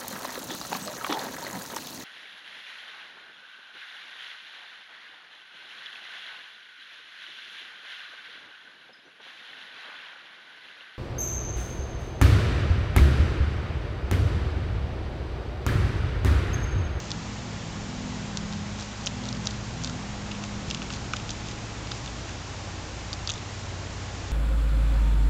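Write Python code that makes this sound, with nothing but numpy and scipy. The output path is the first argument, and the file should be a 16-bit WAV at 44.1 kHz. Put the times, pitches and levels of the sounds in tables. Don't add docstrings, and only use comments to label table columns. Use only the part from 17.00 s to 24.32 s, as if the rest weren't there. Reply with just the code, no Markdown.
import sys
import numpy as np
from scipy import signal
from scipy.fft import rfft, irfft, next_fast_len
from scipy.io import wavfile
from scipy.ndimage import map_coordinates

SR = 44100
rng = np.random.default_rng(int(sys.argv[2]) if len(sys.argv) > 2 else 0)


def volts_from_decibels(level):
    exponent = np.asarray(level, float) / 20
    return 10 ** exponent


def generate_wav(sig):
    pcm = np.round(np.clip(np.atleast_2d(sig).T, -1, 1) * 32767).astype(np.int16)
    wavfile.write(sys.argv[1], SR, pcm)


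N = 322747


def unit(x):
    return x / np.sqrt(np.mean(x ** 2) + 1e-20)


def along(points, hz):
    point_hz, value = np.transpose(points)
    return np.interp(np.log(hz + 1), np.log(point_hz + 1), value)


def coloured(x, points):
    m = next_fast_len(N + 8192)
    gain = volts_from_decibels(along(points, np.fft.rfftfreq(m, 1 / SR)))
    return irfft(rfft(x, m) * gain, m)[..., :N]


def wobble(rate):
    knots = rng.standard_normal(int(N * rate / SR) + 4)
    return map_coordinates(knots, [np.arange(N) * rate / SR])


def tone(hz, drift_hz):
    cycles = np.cumsum(hz + drift_hz * wobble(3.106)) / SR
    return np.sqrt(2) * np.sin(2 * np.pi * (cycles + rng.random()))


def swells(rows):
    t = np.arange(N) / SR
    return sum(volts_from_decibels(db) * np.exp(-((t - s) / half) ** 2) for s, half, db in rows)


# pitch_hz, level_db (per Hz)
RUMBLE = [(10, -30), (25, -3.5), (40, -4), (75, -3), (120, -2), (150, -1), (190, -7), (230, -6.5),
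          (280, -10), (310, -5.5), (345, -13.5), (450, -21), (900, -51.5)]
# pitch_hz, level_db (per Hz)
HISS = [(15, -15.5), (60, 0), (300, 2.5), (500, 2.5), (800, 2), (1200, -0.5), (1800, -2.5), (2600, -4),
        (4200, -6.5), (5500, -7), (7000, -7.5)]


def air():
    rumble = unit(coloured(rng.standard_normal(N), RUMBLE))
    hiss = unit(coloured(rng.standard_normal(N), HISS + [(9000, -11.5), (9500, -120)]))
    rumble_db = -43.0 + 0.95 * wobble(0.913)
    hiss_db = -40.5 + 0.15 * wobble(1.1)
    return volts_from_decibels(rumble_db) * rumble + volts_from_decibels(hiss_db) * hiss


# pitch_hz, level_db (rms)
MOTORS = [(58.75, -45.5), (108.75, -45), (828, -60), (1087, -63.5), (7656, -69), (7715, -73)]


def motors():
    return sum(volts_from_decibels(db + 1.2 * wobble(4)) * tone(hz, drift_hz=0.082) for hz, db in MOTORS)


# middle_s, half_length_s, level_db
LOW_HUM_SWELLS = [(.3, 0.36, -51), (.95, 0.37, -53), (1.62, .2, -43), (2.15, .12, -51), (2.88, 0.46, -47),
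                  (3.65, 0.14, -54), (4.15, 0.29, -47), (5.3, 0.17, -44), (5.75, 0.26, -42), (6.24, 0.14, -42),
                  (6.72, 0.3, -40.5), (7.22, 0.25, -41.5)]


def low_hum():
    return volts_from_decibels(0.8) * swells(LOW_HUM_SWELLS) * tone(90.9, drift_hz=0.23)


ENGINE_HZ = [123, 165.5, 205.1, 248]
# order, middle_s, half_length_s, level_db
ENGINE_SWELLS = [(3, .3, .3, -52), (3, 1.2, .5, -55), (3, 2.3, .15, -44), (3, 2.8, .4, -46.5),
                 (3, 3.6, .3, -55), (3, 4.05, .1, -47), (3, 4.4, .2, -53), (3, 4.97, .12, -48),
                 (4, .15, .1, -44.5), (4, .6, .2, -45), (4, 1.1, .3, -47), (4, 1.55, .18, -44.5),
                 (4, 2.1, .1, -46), (4, 2.4, .12, -45), (4, 2.88, .18, -42.5), (4, 3.75, .2, -47),
                 (4, 4.3, .25, -54), (5, .3, .5, -48), (5, 1.05, .3, -47), (5, 1.58, .3, -41),
                 (5, 2.38, .33, -43), (5, 3.03, .12, -48), (5, 3.42, .28, -42), (5, 3.9, .2, -50),
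                 (5, 4.5, .4, -52), (6, 3.8, .2, -52), (6, .4, .3, -51), (6, 1.05, .22, -44),
                 (6, 2.27, .17, -45), (6, 2.9, .18, -46)]
# time_s, level_db
ROAR = [(0, -63), (.8, -61), (1.3, -51), (2.5, -52), (3.6, -58.5), (4.2, -75), (5, -55.5), (7.32, -78)]
# pitch_hz, level_db (per Hz)
ROAR_COLOUR = [(100, -28.5), (150, 2), (190, 3), (240, 13.5), (280, -19), (400, -42.5)]


def engine():
    drone = 0
    for order, hz in enumerate(ENGINE_HZ, 3):
        humps = [row[1:] for row in ENGINE_SWELLS if round(row[0]) == order]
        drone = drone + volts_from_decibels(3.5) * swells(humps) * tone(hz, drift_hz=0.54)
    time_s, level_db = np.transpose(ROAR)
    roar_db = np.interp(np.arange(N) / SR, time_s, level_db)
    return drone + volts_from_decibels(roar_db) * unit(coloured(rng.standard_normal(N), ROAR_COLOUR))


# pitch_hz, level_db (per Hz)
LEAF = [(500, -42), (1500, -16.5), (2500, -2), (3600, -1.5), (4600, -2), (6200, -2), (7500, -2.5)]
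# middle_s, half_length_s, level_db
GRIND = [(0.063, 0.078, -46.5), (1.448, .15, -55), (1.817, 0.053, -41.5), (2.04, 0.056, -46.5),
         (2.266, 0.049, -45), (2.474, .05, -41.5), (2.857, 0.066, -42.5), (3.295, 0.08, -50),
         (3.435, .05, -46), (3.713, 0.061, -44), (3.936, .05, -39), (4.173, 0.063, -52), (4.297, 0.04, -50),
         (4.487, 0.039, -42.5), (4.94, 0.04, -42), (5.08, 0.11, -45.5), (5.3, 0.092, -53),
         (6.122, .04, -57), (6.313, .07, -43), (6.55, 0.1, -49)]


def grinding():
    bursts_per_s, decay_s = 700, 0.0045
    bursts = (rng.random(N) < bursts_per_s / SR) * volts_from_decibels(1.8 * rng.exponential(size=N))
    decay = volts_from_decibels(-60 * np.arange(400) / SR / decay_s)
    puffs = signal.fftconvolve(bursts, decay)[:N] * rng.standard_normal(N)
    return swells(GRIND) * unit(coloured(puffs, LEAF))


# pitch_hz, width_hz, first_swing (direction)
RINGS = [(1300, 400, 1), (2680, 520, 1), (3600, 520, -1), (4750, 700, 1), (6100, 900, -1)]
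# start_s, level_db, tilt_db (per octave)
TIPS = [(.0018, -35, 2), (1.8244, -35.5, -10.5), (2.0612, -28.5, 23), (2.0666, -26.5, 8),
        (2.0752, -30.5, -2), (2.4565, -32, 0), (2.8365, -33, 11), (3.6982, -43, -3), (3.7024, -30, -6),
        (3.929, -40, -3), (6.1361, -36, -5), (6.3176, -33, 18)]
BLADE = [(.1055, -34, 1), (.1163, -26.5, -2), (1.3723, -23.5, 2.5), (1.5259, -33.5, -2),
         (1.5343, -34.5, -7), (1.7976, -37, -1), (2.0112, -38, -3), (2.2376, -38, -8), (2.2863, -36, 0),
         (2.2889, -30.5, -3), (2.4669, -38, 5), (2.4709, -21, -1.5), (2.472, -36, -9), (2.5073, -38.5, -2),
         (2.5093, -36, -3), (2.8386, -35, 3), (2.8458, -26, 2), (2.8739, -32, -4), (4.2944, -35.5, -8.5),
         (4.3046, -33.5, 6), (4.5124, -41, 0), (4.9133, -39, -11), (4.9173, -30.5, -9), (4.9192, -38, -14),
         (6.278, -39.5, 1)]
RIB = [(2.0698, -34.5, 0), (2.3496, -40, -5), (2.8967, -36, 6), (3.3136, -36, -6), (3.3172, -31.5, -5.5),
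       (3.3502, -38.5, -10), (3.7106, -24.5, -1), (3.7468, -26, 0.5), (3.7722, -39, -7), (3.8263, -35, 1),
       (3.9036, -32, -6), (3.9367, -33, 3.5), (4.1625, -39, 9), (4.2924, -33, -1), (4.307, -34.5, 9.5),
       (4.4859, -37.5, 4), (5.0606, -37.5, 7), (4.1668, -30.5, 0.5), (4.3155, -43.5, 9)]
VEINS = [(2.0717, -19, -11), (5.0764, -34, -12), (6.292, -25.5, -5.5), (6.2978, -28.5, -2),
         (6.2993, -29.5, 9), (6.3035, -25.5, -2), (6.3377, -36, 6.5), (6.3574, -38, -4),
         (6.3794, -38.5, -7)]
RIBLETS = [(2.2547, -32, 2), (2.3274, -29.5, 8), (2.3687, -38, 10), (4.872, -38.5, 0), (6.1301, -25.5, 0),
           (6.2742, -23.5, -1)]
STALK = [(2.8739, -37, -12), (2.8967, -34, -12), (3.4379, -41, 8.5), (3.4405, -45.5, 9.5),
         (3.8193, -32.5, 3.5), (3.9036, -32, -12), (4.1351, -25.5, 3), (4.1364, -19.5, -10),
         (4.1404, -29, -13), (4.199, -38.5, 3.5), (4.9173, -29, -15), (4.9192, -42, -15),
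         (5.0764, -42, -12), (5.2928, -46, 8.5), (6.292, -38, -12), (6.2978, -38, -14)]
# breaks (table), pivot_hz of the tilt, colour_db (one per resonance in RINGS)
PARTS = [
    (BLADE, 4320, (-18.5, -23.5, 0, 1.5, -0.5)),
    (RIBLETS, 4600, (-16, -20, -4.5, 0.5, -8)),
    (TIPS, 5500, (-27, -8.5, -11.5, 0, 1.5)),
    (RIB, 3550, (-20.5, -1.5, -0.5, -3, -2.5)),
    (VEINS, 3600, (-25, -8.5, 1.5, -16, -1.5)),
    (STALK, 1270, (-1, 1, -16, -31, -12.5)),
]


def breaks():
    hz = np.array(RINGS)[:, 0]
    rows = []
    for table, pivot_hz, colour_db in PARTS:
        octaves = np.maximum(np.log2(hz / pivot_hz), -0.8)
        for s, db, tilt in table:
            rows.append((s, *(db + np.array(colour_db) + tilt * octaves)))
    rows = np.array(rows)
    earliest_s, spread_s, loss_db, scatter_db = 0.00147, 0.001, 11, 2
    chance = rng.random(rows.shape)
    later_s = earliest_s + spread_s * chance[:, 0]
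    change_db = 2 * scatter_db * (2 * chance[:, 1:] - 1) - loss_db
    return np.vstack([rows, rows + np.c_[later_s, change_db]])


# pitch_hz, width_hz, share
EDGE = (7300, 900, .55)
# pitch_hz, width_hz, level_db (against the strongest resonance)
JAW = (1020, 1800, -15.5)
# time_s, width_factor, times (the resonance acts)
MOUTH = [(0, 1.6, 1.5), (1.4, 1.6, 1), (2.5, 1.2, 1.1), (3.8, 1.05, 1.1), (4.15, 1.05, 1.5),
         (4.9, 1.05, 1.7), (7.32, 1.25, 2)]


def snaps():
    length = 2048
    out = np.zeros(N + SR)
    t, f = np.arange(length) / SR, np.fft.rfftfreq(length, 1 / SR)
    centre, width, swing = np.transpose(RINGS + [EDGE, (*JAW[:2], 1)])[..., None]
    mouth_s, *mouth = np.transpose(MOUTH)
    for s, *ring_db in breaks():
        factor, times = (np.interp(s, mouth_s, column) for column in mouth)
        wide = np.vstack([width[0], factor * width[1:]])
        plain = 1j * f * wide / (centre ** 2 - f ** 2 + 1j * f * wide)
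        shaped = swing * plain ** times
        top_and_edge = shaped[-3:-1].sum(axis=0)
        rings = np.vstack([plain[0] ** 2, shaped[1:-3], top_and_edge, plain[-1] ** 2])

        tearing, room = rng.standard_normal((2, length))
        blow = 0.04 * tearing ** 3 * volts_from_decibels(-60 * t / 0.007)
        blow += 0.02 * room * volts_from_decibels(-60 * t / 0.05)
        blow[0] = -1
        rung = irfft(rfft(blow) * rings, length)
        rung /= np.sqrt(np.sum(rung ** 2, axis=1, keepdims=True) / (SR / 1000))
        level_db = np.append(ring_db, max(ring_db) + JAW[-1]) - 0.48
        out[round(s * SR):][:length] += volts_from_decibels(level_db) @ rung
    return out[:N]


def scene():
    room = air() + motors() + low_hum() + engine()
    return (room + grinding() + snaps())[None]


def roll_off(x):
    return signal.sosfilt(signal.butter(12, 9070, fs=SR, output="sos"), x)


# pitch_hz, gain_db
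BEFORE = [(7000, 0), (7400, -2), (7650, -5), (7800, -10), (7985, -14), (8005, -80)]
# pitch_hz, gain_db
AFTER = [(7600, 0.5), (8000, 0.5), (8350, -9.5), (8600, -17), (8800, -26.5), (9050, -39.5), (9300, -68.5),
         (9800, -120)]


def record(dry):
    sampling_hz = 16000
    x = coloured(dry, BEFORE)
    mirror = 2 * x * np.cos(2 * np.pi * sampling_hz * np.arange(N) / SR)
    return roll_off(coloured(x + mirror, AFTER))


dry = scene()
out = record(dry)
generate_wav(out)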